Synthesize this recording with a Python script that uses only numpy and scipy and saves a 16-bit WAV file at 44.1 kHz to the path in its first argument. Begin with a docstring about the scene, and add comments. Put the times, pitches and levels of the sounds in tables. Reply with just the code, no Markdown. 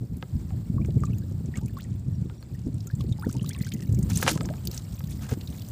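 """Hauling in a wet net

On a breezy day a wet net comes out of a river into a wooden boat. Its bundle slaps onto the planks:
crackling noise, a hail of drops, a sharp click, and knocks that ring the wood as fading sines.
Drops burst as puffs of noise and trap bubbles that ring, most rising in pitch. Behind them the river
hisses as shaped noise, wind rumbles and thumps on the microphone, and a far bird whistles arched sines."""
import sys
import numpy as np
from scipy import signal
from scipy.fft import rfft, irfft
from scipy.io import wavfile

SR = 44100
rng = np.random.default_rng(int(sys.argv[2]) if len(sys.argv) > 2 else 0)


def digitize_waveform(pressure):
    """Quantize a signal to 16-bit integers and store it at the path in sys.argv[1].

    Rows of a 2-D input are taken as channels; values are limited to [-1, 1].
    """
    field = np.atleast_2d(pressure).T
    bounded = np.clip(field, -1, 1)
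    quanta = np.round(bounded * 32767).astype(np.int16)
    wavfile.write(sys.argv[1], SR, quanta)


N = 251811   # length in samples


def from_db(db):
    """Turns decibels into a plain gain."""
    return 10 ** (np.asarray(db) / 20)


def rms_one(x):
    """Scales a sound to an rms (average strength) of 1."""
    return x / np.sqrt(np.mean(x ** 2) + 1e-20)


def in_time(rows):
    """Joins the rows of a table with straight lines; one curve for each column after the time."""
    s, *columns = np.transpose(rows)
    return [np.interp(np.arange(N) / SR, s, c) for c in columns]


def band(x, low_hz, high_hz):
    """Keeps the sound between two pitches."""
    edges = [low_hz, min(high_hz, .45 * SR)]
    return signal.sosfilt(signal.butter(2, edges, "band", fs=SR, output="sos"), x)


def drift(rate_hz):
    """A random curve of rms 1 that wanders slowly or quickly; made at every 40th sample, then joined up."""
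    r = np.exp(-80 * np.pi * rate_hz / SR)
    slow = signal.lfilter([1], [1, -2 * r, r * r], rng.standard_normal(N // 40 + 2002))[2000:]
    return np.interp(np.arange(N) / 40, np.arange(len(slow)), rms_one(slow))


def colour(x, spectrum):
    """Weights each pitch of x by the table, then scales to rms 1."""
    hz, db = np.transpose(spectrum)
    grid = np.maximum(np.arange(N // 2 + 1) * SR / N, 1)
    gain = from_db(np.interp(np.log(grid), np.log(hz), db))
    return rms_one(irfft(rfft(x) * gain, N))


def ring(clicks, hz, t60):
    """Each unit click starts a sine of height 1 that fades by 60 dB in t60 seconds."""
    r, w = from_db(-60 / (t60 * SR)), 2 * np.pi * hz / SR
    return signal.lfilter([0, np.sin(w)], [1, -2 * r * np.cos(w), r * r], clicks + 1e-18)


def add(out, s, x):
    """Mixes x into out, starting at s seconds."""
    i = round(s * SR)
    out[i:i + len(x)] += x[:N - i]


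# weights and bundle hitting the planks: t/s, strength level/dB
BLOWS = [(0.226, -23), (0.505, -40), (0.848, -39.5), (2.298, -37), (2.427, -39.5), (3.807, -45),
         (4.227, -14.5), (4.265, -15), (4.278, -6), (4.376, -27), (4.409, -23), (4.452, -35),
         (4.489, -29.5), (4.538, -34.5), (5.006, -33.5)]
# ways the planks ring: f/Hz, relative level/dB, time to fade by 60 dB t/s
PLANK_MODES = [(386, 6, 0.0088), (522, 3.5, 0.045), (744, -0.5, 0.037), (920, 2, 0.023), (1284, 3.5, 0.034),
               (1600, 5.5, 0.021), (2083, -9, 0.04)]


def knocks():
    """A blow gives a short crack of noise and sets every plank mode ringing afresh."""
    crack_db, ring_db = -14.5, -15.5   # relative to the blow's strength
    out, t = np.zeros(N), np.arange(SR // 8) / SR
    chance_db = rng.normal(0, 2, (len(BLOWS), len(PLANK_MODES)))
    cracks = rng.standard_normal((len(BLOWS), len(t)))
    for (s, db), luck_db, crack in zip(BLOWS, chance_db, cracks):
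        crack = crack + 14.3 * (t == 0)      # the first contact is the sharpest
        for low_hz, high_hz in [(620.0, 4600.0), (400.0, 4700.0), (300.0, 5100.0)]:
            crack = band(crack, low_hz, high_hz)
        add(out, s, from_db(db + crack_db - 60 * t / 0.0078) * rms_one(crack))
        for k, (hz, level_db, t60) in enumerate(PLANK_MODES):
            gain = from_db(db + level_db + luck_db[k] + ring_db)
            fade = (-1) ** k * from_db(-60 * t / t60)   # every other mode is flipped
            add(out, s, gain * fade * np.sin(2 * np.pi * hz * t))
    return out


# water and wet mesh landing or dragging: t/s, length t/s, spray level/dB,
# crunch level/dB above the spray, drops level/dB above the spray
LANDINGS = [(1.546, 0.042, -59.5, 5, 6.5), (1.768, 0.075, -66, 0, 13), (4.089, 0.031, -43, -3.5, -2.5),
            (4.125, 0.086, -39.5, -24, -7), (4.214, 0.054, -38, -1, -8), (4.261, 0.036, -35.5, 6, -1),
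            (4.274, 0.043, -27.5, -6.5, -5.5), (4.314, 0.045, -42.5, -18, -9),
            (4.719, 0.078, -50, -5.5, 0.5), (5.088, 0.081, -54, -26, -3), (5.207, 0.063, -50.5, 0, -2),
            (5.282, 0.057, -48, 2.5, -2.5)]
# tone of the spray, here and in the drops below: f/Hz, relative level/dB (per Hz)
SPRAY_TONE = [(1180, -53), (2000, -16), (2810, -6), (3090, -6), (6700, -1), (10600, -9.5), (14400, -23),
              (16000, -27)]


def slap():
    """Many wet strands land within moments: crackling spray, a hail of drops, and crunching planks."""
    sag_db_per_s = 44   # a slap weakens while it lasts
    crackle = from_db(3.5 * drift(100))
    spray = colour(rng.standard_normal(N) * crackle, SPRAY_TONE)
    hail = droplets(per_s=300.0, cycles=39.0)
    landing = rng.random(N) < 900.0 / SR     # about 900 small blows a second
    crunch = 0
    for hz, db, t60 in PLANK_MODES:
        crunch = crunch + from_db(db) * ring(landing * rng.standard_normal(N) * crackle, hz, t60)
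    rustle = rms_one(band(rng.standard_normal(N) * crackle, 400.0, 3600.0))
    body = rms_one(crunch) + 0.74 * rustle
    out, t = np.zeros(N), np.arange(N) / SR
    for s, length, spray_db, body_db, hail_db in LANDINGS:
        rise = np.clip((t - s) / 0.013, 0, 1)
        fall = np.exp(-np.maximum(t - s - length, 0) / 0.004)
        level = from_db(spray_db - sag_db_per_s * np.maximum(t - s, 0))
        out += rise * fall * level * (spray + from_db(body_db) * body + from_db(hail_db) * hail)
    return out


# puffs of noise: drops bursting, and the sharp click of the main hit:
# t/s, level/dB, centre f/Hz, mist level/dB above the puff
PUFFS = [(0.168, -44.5, 9980, -11), (0.847, -42, 2310, -25), (0.858, -45.5, 6850, -20),
         (0.905, -47, 3500, -20), (1.004, -46, 7750, -18), (1.035, -45, 7040, -28),
         (1.054, -38.5, 7240, -27), (1.132, -45, 2720, -2), (1.1827, -39, 7000, 1),
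         (1.4581, -46, 6800, -19), (1.5565, -43, 2680, -25), (1.5718, -34, 7320, -20),
         (1.6585, -41.5, 7500, -18), (1.6807, -47, 2640, 2), (1.769, -46.5, 4440, -13),
         (1.807, -40.5, 3430, -15), (2.4257, -45.5, 4540, -7), (2.7425, -48, 7960, -15),
         (2.805, -42, 4700, -24), (2.8705, -35.5, 7050, -4), (2.91, -49.5, 4500, -1),
         (2.951, -40, 7600, -10.5), (3.008, -38, 3450, -8), (3.1232, -33, 3600, -27),
         (3.1951, -42.5, 4830, -1), (3.2245, -44, 9100, -16), (3.2913, -40.5, 5130, -15),
         (3.3266, -34.5, 7040, -7), (3.3952, -53, 2920, -16), (3.428, -42.5, 8800, -14),
         (3.46, -36, 3730, -8), (3.491, -27.5, 7800, -5), (3.5315, -37, 4960, -8),
         (3.5472, -36.5, 2610, -19), (3.587, -37.5, 8060, -22), (3.621, -45, 4340, -23),
         (3.6466, -39, 6160, -9), (3.67, -46, 4000, 5), (3.719, -29, 3070, -15), (3.7367, -31.5, 6700, -6),
         (3.822, -43, 2600, -3), (3.9245, -39.5, 7700, -6), (3.946, -38, 7040, -7),
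         (3.9885, -36.5, 7900, 0), (4.0277, -31.5, 7600, -19), (4.1002, -29.5, 6700, -4),
         (4.157, -22, 6250, -6), (4.1722, -19, 7900, -24), (4.213, -29, 6800, 1), (4.2277, -25.5, 8400, 3),
         (4.2793, -11, 2710, -35), (4.315, -30, 6000, 3), (4.374, -34.5, 6860, -22),
         (4.4067, -38.5, 5060, -22), (4.4135, -38, 7600, -10), (4.4315, -37.5, 7950, -19),
         (4.4556, -34, 6060, -13), (4.6523, -31.5, 8400, -7), (4.6714, -26.5, 4700, 1.5),
         (4.7128, -34, 5200, 1), (4.744, -30, 7800, -13), (4.776, -27.5, 5600, -10), (4.992, -44, 5230, 7),
         (5.039, -46, 3540, 5), (5.072, -45, 6000, 2), (5.107, -38.5, 7400, -17), (5.2895, -41, 7740, -2),
         (5.4103, -37, 3500, -24), (5.4735, -34, 4000, -11), (5.5413, -51, 4500, -2), (5.583, -45, 3580, 6),
         (5.6185, -38, 3800, -0.5), (5.647, -48, 3500, -8), (5.686, -42.5, 7500, -11)]


def splats():
    """A burst drop, or the main hit's click, is a short puff of noise around its own pitch, with fine mist."""
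    out, t = np.zeros(N), np.arange(SR // 8) / SR
    noise = rng.standard_normal((len(PUFFS), 2, len(t)))
    sprays = colour(rng.standard_normal(N), SPRAY_TONE)
    life = from_db(-60 * t / 0.023) * (1 - np.exp(-t / 0.00081))
    widths = rng.uniform(0.083, 0.88, len(PUFFS))   # octaves; the narrowest are widened to 0.1 below
    for (s, db, hz, mist_db), (white, fine), octaves in zip(PUFFS, noise, widths):
        half = 2 ** (np.clip(octaves, .1, 4) / 2)
        puff = rms_one(band(white, hz / half, hz * half))
        spray = from_db(-11.5) * np.roll(sprays, -round(s * SR))[:len(t)]
        mist = from_db(mist_db) * rms_one(band(fine, 12500.0, 15600.0)) * from_db(-60 * t / 0.084)
        add(out, s, from_db(db) * life * (puff + spray + mist))
    return out


# trapped bubbles: t/s, level/dB, starting f/Hz, rise in octaves per s (negative falls)
TRAPPED_AIR = [(.508, -42, 800, -7), (0.782, -46.5, 1104, 1), (.815, -48, 2270, 13), (1.036, -33, 1198, -1),
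               (1.074, -46.5, 1120, 6.5), (1.133, -58, 1390, 11), (1.222, -53, 1570, 8),
               (1.54, -35, 1880, 4), (1.556, -40, 2160, 6.5), (1.573, -44.5, 1156, 4), (1.611, -47, 810, 8),
               (1.696, -51, 1770, -1), (1.769, -43, 1130, -6), (1.785, -44.5, 1240, 43),
               (1.847, -52, 1970, -11), (2.304, -51, 1370, 5), (2.549, -47, 1850, 3),
               (2.872, -49.5, 1350, 3), (2.901, -43, 1600, 9), (3.005, -47.5, 1173, -16),
               (3.187, -45, 850, -1), (3.224, -33.5, 1106, 32), (3.239, -45, 880, 5),
               (3.261, -47, 1480, -11), (3.292, -44.5, 1060, 56), (3.349, -43, 870, 6),
               (3.39, -56, 920, 34), (3.396, -41, 2850, 6), (3.442, -49, 1030, 45),
               (3.501, -39.5, 1450, 40), (3.508, -38, 3150, 14), (3.552, -42.5, 1093, 2),
               (3.6, -58, 1110, 25), (3.62, -30.5, 4150, 2), (3.634, -45, 1790, 63),
               (3.668, -43.5, 1550, 1), (3.823, -44.5, 1930, -4), (4.199, -46, 1330, 13),
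               (4.357, -42, 1050, -7), (4.425, -41.5, 606, 11), (4.453, -46, 850, 27),
               (4.5, -35, 568, 11.5)]


def bubbles():
    """A bubble rings as a dying, wavering sine; near the surface its pitch climbs and it is damped less."""
    ring_cycles, longer_per_rise = 75.0, 0.014   # cycles to fade by 60 dB; extra share per octave/s
    out, t = np.zeros(N), np.arange(SR // 5) / SR
    for s, db, hz, rise in TRAPPED_AIR:
        t60 = ring_cycles / hz * (1 + longer_per_rise * max(rise, 0))
        climb = np.clip(rise * t, -1, 2)     # octaves from the starting pitch
        phase = 2 * np.pi * np.cumsum(hz * 2 ** climb) / SR
        fade = from_db(-60 * t / t60 - 13.0 * climb ** 4)   # a large change of pitch ends it sooner
        attack = 1 - np.exp(-t / 0.000093)
        add(out, s, from_db(db) * fade * attack * np.sin(phase))
    return out * from_db(4.5 * drift(90))


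def droplets(per_s, cycles):
    """Fine drops at random, each ringing and fading over a number of cycles; high ones are louder."""
    dip_hz, dip_octaves, dip_db = 10800, 0.14, -18.5   # the microphone picks up less near this pitch
    sizes = from_db(3.2 * np.minimum(rng.exponential(1, N), 3)) * rng.choice([-1, 1], N)
    born = rng.random(N) < per_s * from_db(5.0 * drift(20.0)) / SR
    pitches, dealt = np.geomspace(1800.0, 15000.0, 20), rng.integers(0, 20, N)
    rings = 0
    for k, hz in enumerate(pitches):
        dip = from_db(dip_db * np.exp(-(np.log2(hz / dip_hz) / dip_octaves) ** 2))
        rings = rings + hz ** 0.84 * dip * ring(sizes * born * (dealt == k), hz, cycles / hz)
    return rms_one(band(rings, 1000.0, 24000))


def sputter(per_s, t60):
    """Tiny bursts of spray at random, each a dying puff of noise."""
    born = rng.random(N) < per_s / SR
    sizes = from_db(4.0 * np.minimum(rng.exponential(1, N), 3))
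    life = signal.lfilter([1], [1, -from_db(-60 / (t60 * SR))], born * sizes + 1e-18)
    return colour(life * rng.standard_normal(N), SPRAY_TONE)


# river and water running off the mesh: t/s, hiss level/dB, droplets level/dB
WATER = [(0.0, -58, -71), (0.48, -54, -67), (0.84, -57.5, -71.5), (1.11, -55.5, -62), (1.38, -55.5, -71.5),
         (1.7, -57, -63), (1.84, -56, -70), (2.89, -56.5, -66), (3.62, -56, -51), (3.78, -56, -55),
         (4.04, -51.5, -63.5), (4.25, -42, -59), (4.44, -50, -61), (4.99, -51.5, -60.5), (5.17, -52.5, -61),
         (5.71, -52, -58.5)]
# tone of the hiss: f/Hz, relative level/dB (per Hz)
HISS_TONE = [(350, 8), (600, 6.5), (1260, -2), (2250, -8.5), (3000, -10), (4800, -6.5), (6200, -15.5),
             (7500, -1.5), (10600, -12.5), (14500, -0.5), (16000, -2.5)]
# treble of the hiss: t/s, level/dB
HISS_TREBLE = [(0.0, -64.5), (1.18, -65), (1.94, -72), (2.96, -68), (3.44, -67), (4.26, -52), (4.39, -59.5),
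               (5.71, -56)]


def river():
    """A smooth noise hiss, its treble following a level of its own, with fine drops on top."""
    hiss_db, drops_db = in_time(WATER)
    treble_db, = in_time(HISS_TREBLE)
    hiss = colour(rng.standard_normal(N), HISS_TONE) * from_db(1.3 * drift(20))
    split_hz = 8800   # the treble starts here
    low = signal.sosfiltfilt(signal.butter(3, split_hz, "low", fs=SR, output="sos"), hiss)
    top = signal.sosfiltfilt(signal.butter(3, split_hz, "high", fs=SR, output="sos"), hiss)
    drops = droplets(per_s=200.0, cycles=51.0) + 0.66 * sputter(per_s=70.0, t60=0.016)
    return from_db(hiss_db) * low + from_db(treble_db) * rms_one(top) + from_db(drops_db) * drops


# wind on the microphone: t/s, rumble level/dB, upper rumble level/dB above it
GUSTS = [(0, -34.5, -3), (0.16, -32.5, -8), (0.26, -42.5, 0), (0.36, -27, -23), (0.65, -33, -7),
         (0.8, -23, -5.5), (1.3, -29, -11.5), (1.73, -32, -6), (2.22, -30, -13), (2.4, -42, -3),
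         (2.58, -34.5, -9.5), (2.69, -26.5, -7), (2.9, -34, -7.5), (3.13, -26, -7), (3.3, -31, -6.5),
         (3.8, -32.5, -6), (3.92, -23, -9), (4.17, -25.5, -8.5), (4.3, -34, 1), (4.55, -30, -7),
         (4.9, -35, -10), (5.22, -29, -12.5), (5.3, -34, -3), (5.4, -35.5, -5), (5.71, -37, -9)]
# tone of the wind: f/Hz, relative level/dB (per Hz)
WIND_TONE = [(15, -48), (25, -51), (57, -7), (113, -1), (202, -6), (350, -15), (659, -36), (972, -56),
             (1200, -83), (1560, -72), (2640, -120)]
# low thumps: wind buffets, and near the end probably a knock or footstep:
# start t/s, peak level/dB, f/Hz, rasp level/dB above the peak
LOW_THUMPS = [(0.321, -21.5, 105, -38), (0.53, -19, 111, -24), (0.693, -15.5, 170, -34),
              (0.877, -32.5, 128, 2.5), (1.305, -22.5, 130, -16), (1.4, -25.5, 187, -17),
              (2.073, -16.5, 133, -39), (2.21, -15.5, 136, -28), (2.651, -16, 92, -37),
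              (2.928, -15.5, 123, -29), (3.104, -13.5, 110, -27), (3.262, -15.5, 196, -10),
              (3.283, -19, 212, -19), (3.41, -18, 154, -39), (3.603, -15, 153, -32), (3.746, -23, 135, -34),
              (3.882, -17.5, 121, -18), (4.239, -23, 121, -9), (4.35, -15, 143, -12),
              (5.032, -20.5, 147, -21), (5.309, -16, 99.5, -7.5)]


def wind():
    """Lumpy turbulence as low noise; eddies and other thumps swell as low sines, each with its own rasp."""
    rumble_db, upper_db = in_time(GUSTS)
    lumps = drift(18.6)
    air = colour(rng.standard_normal(N), WIND_TONE)
    deep = signal.sosfilt(signal.butter(2, 200.0, fs=SR, output="sos"), air)
    low = rms_one(deep) * from_db(2.58 * lumps)
    upper = rms_one(air - deep) * from_db(upper_db + 4.4 * lumps + 2 * drift(19.0))
    out = from_db(rumble_db) * (low + upper)
    t = np.arange(SR // 10) / SR
    rasp = rms_one(band(band(rng.standard_normal(N), 105.0, 387.0), 186.0, 580.0))
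    for s, db, hz, rasp_db in LOW_THUMPS:   # each is a swell of two or three cycles
        swell = np.exp(-((t - 1.62 / hz) * hz / 0.72) ** 2)
        rough = from_db(rasp_db) * np.roll(rasp, -round(s * SR))[:len(t)]
        add(out, s, from_db(db) * swell * (np.sin(2 * np.pi * hz * t) + rough))
    return out


# a far bird: t/s, length t/s, top f/Hz, level/dB
WHISTLES = [(.655, .05, 5560, -70), (2.126, 0.047, 5700, -66), (2.364, .06, 5730, -66.5)]


def bird():
    """Thin sine whistles whose pitch arches up and down."""
    out = np.zeros(N)
    for s, length, hz, db in WHISTLES:
        u = np.linspace(-1, 1, round(length * SR))   # -1 at the start, 0 in the middle, 1 at the end
        phase = 2 * np.pi * np.cumsum(hz * (1 - 0.041 * u ** 2)) / SR
        add(out, s, from_db(db) * (1 - u ** 4) * np.sin(phase))
    return out


def scene():
    """Adds all the layers together, in one channel."""
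    return (knocks() + slap() + splats() + bubbles() + river() + wind() + bird())[None]


def record(dry):
    """Cuts the very top steeply, above 15500 Hz."""
    return signal.sosfilt(signal.ellip(12, .3, 75, 15500, fs=SR, output="sos"), dry)


dry = scene()
out = record(dry)
digitize_waveform(out)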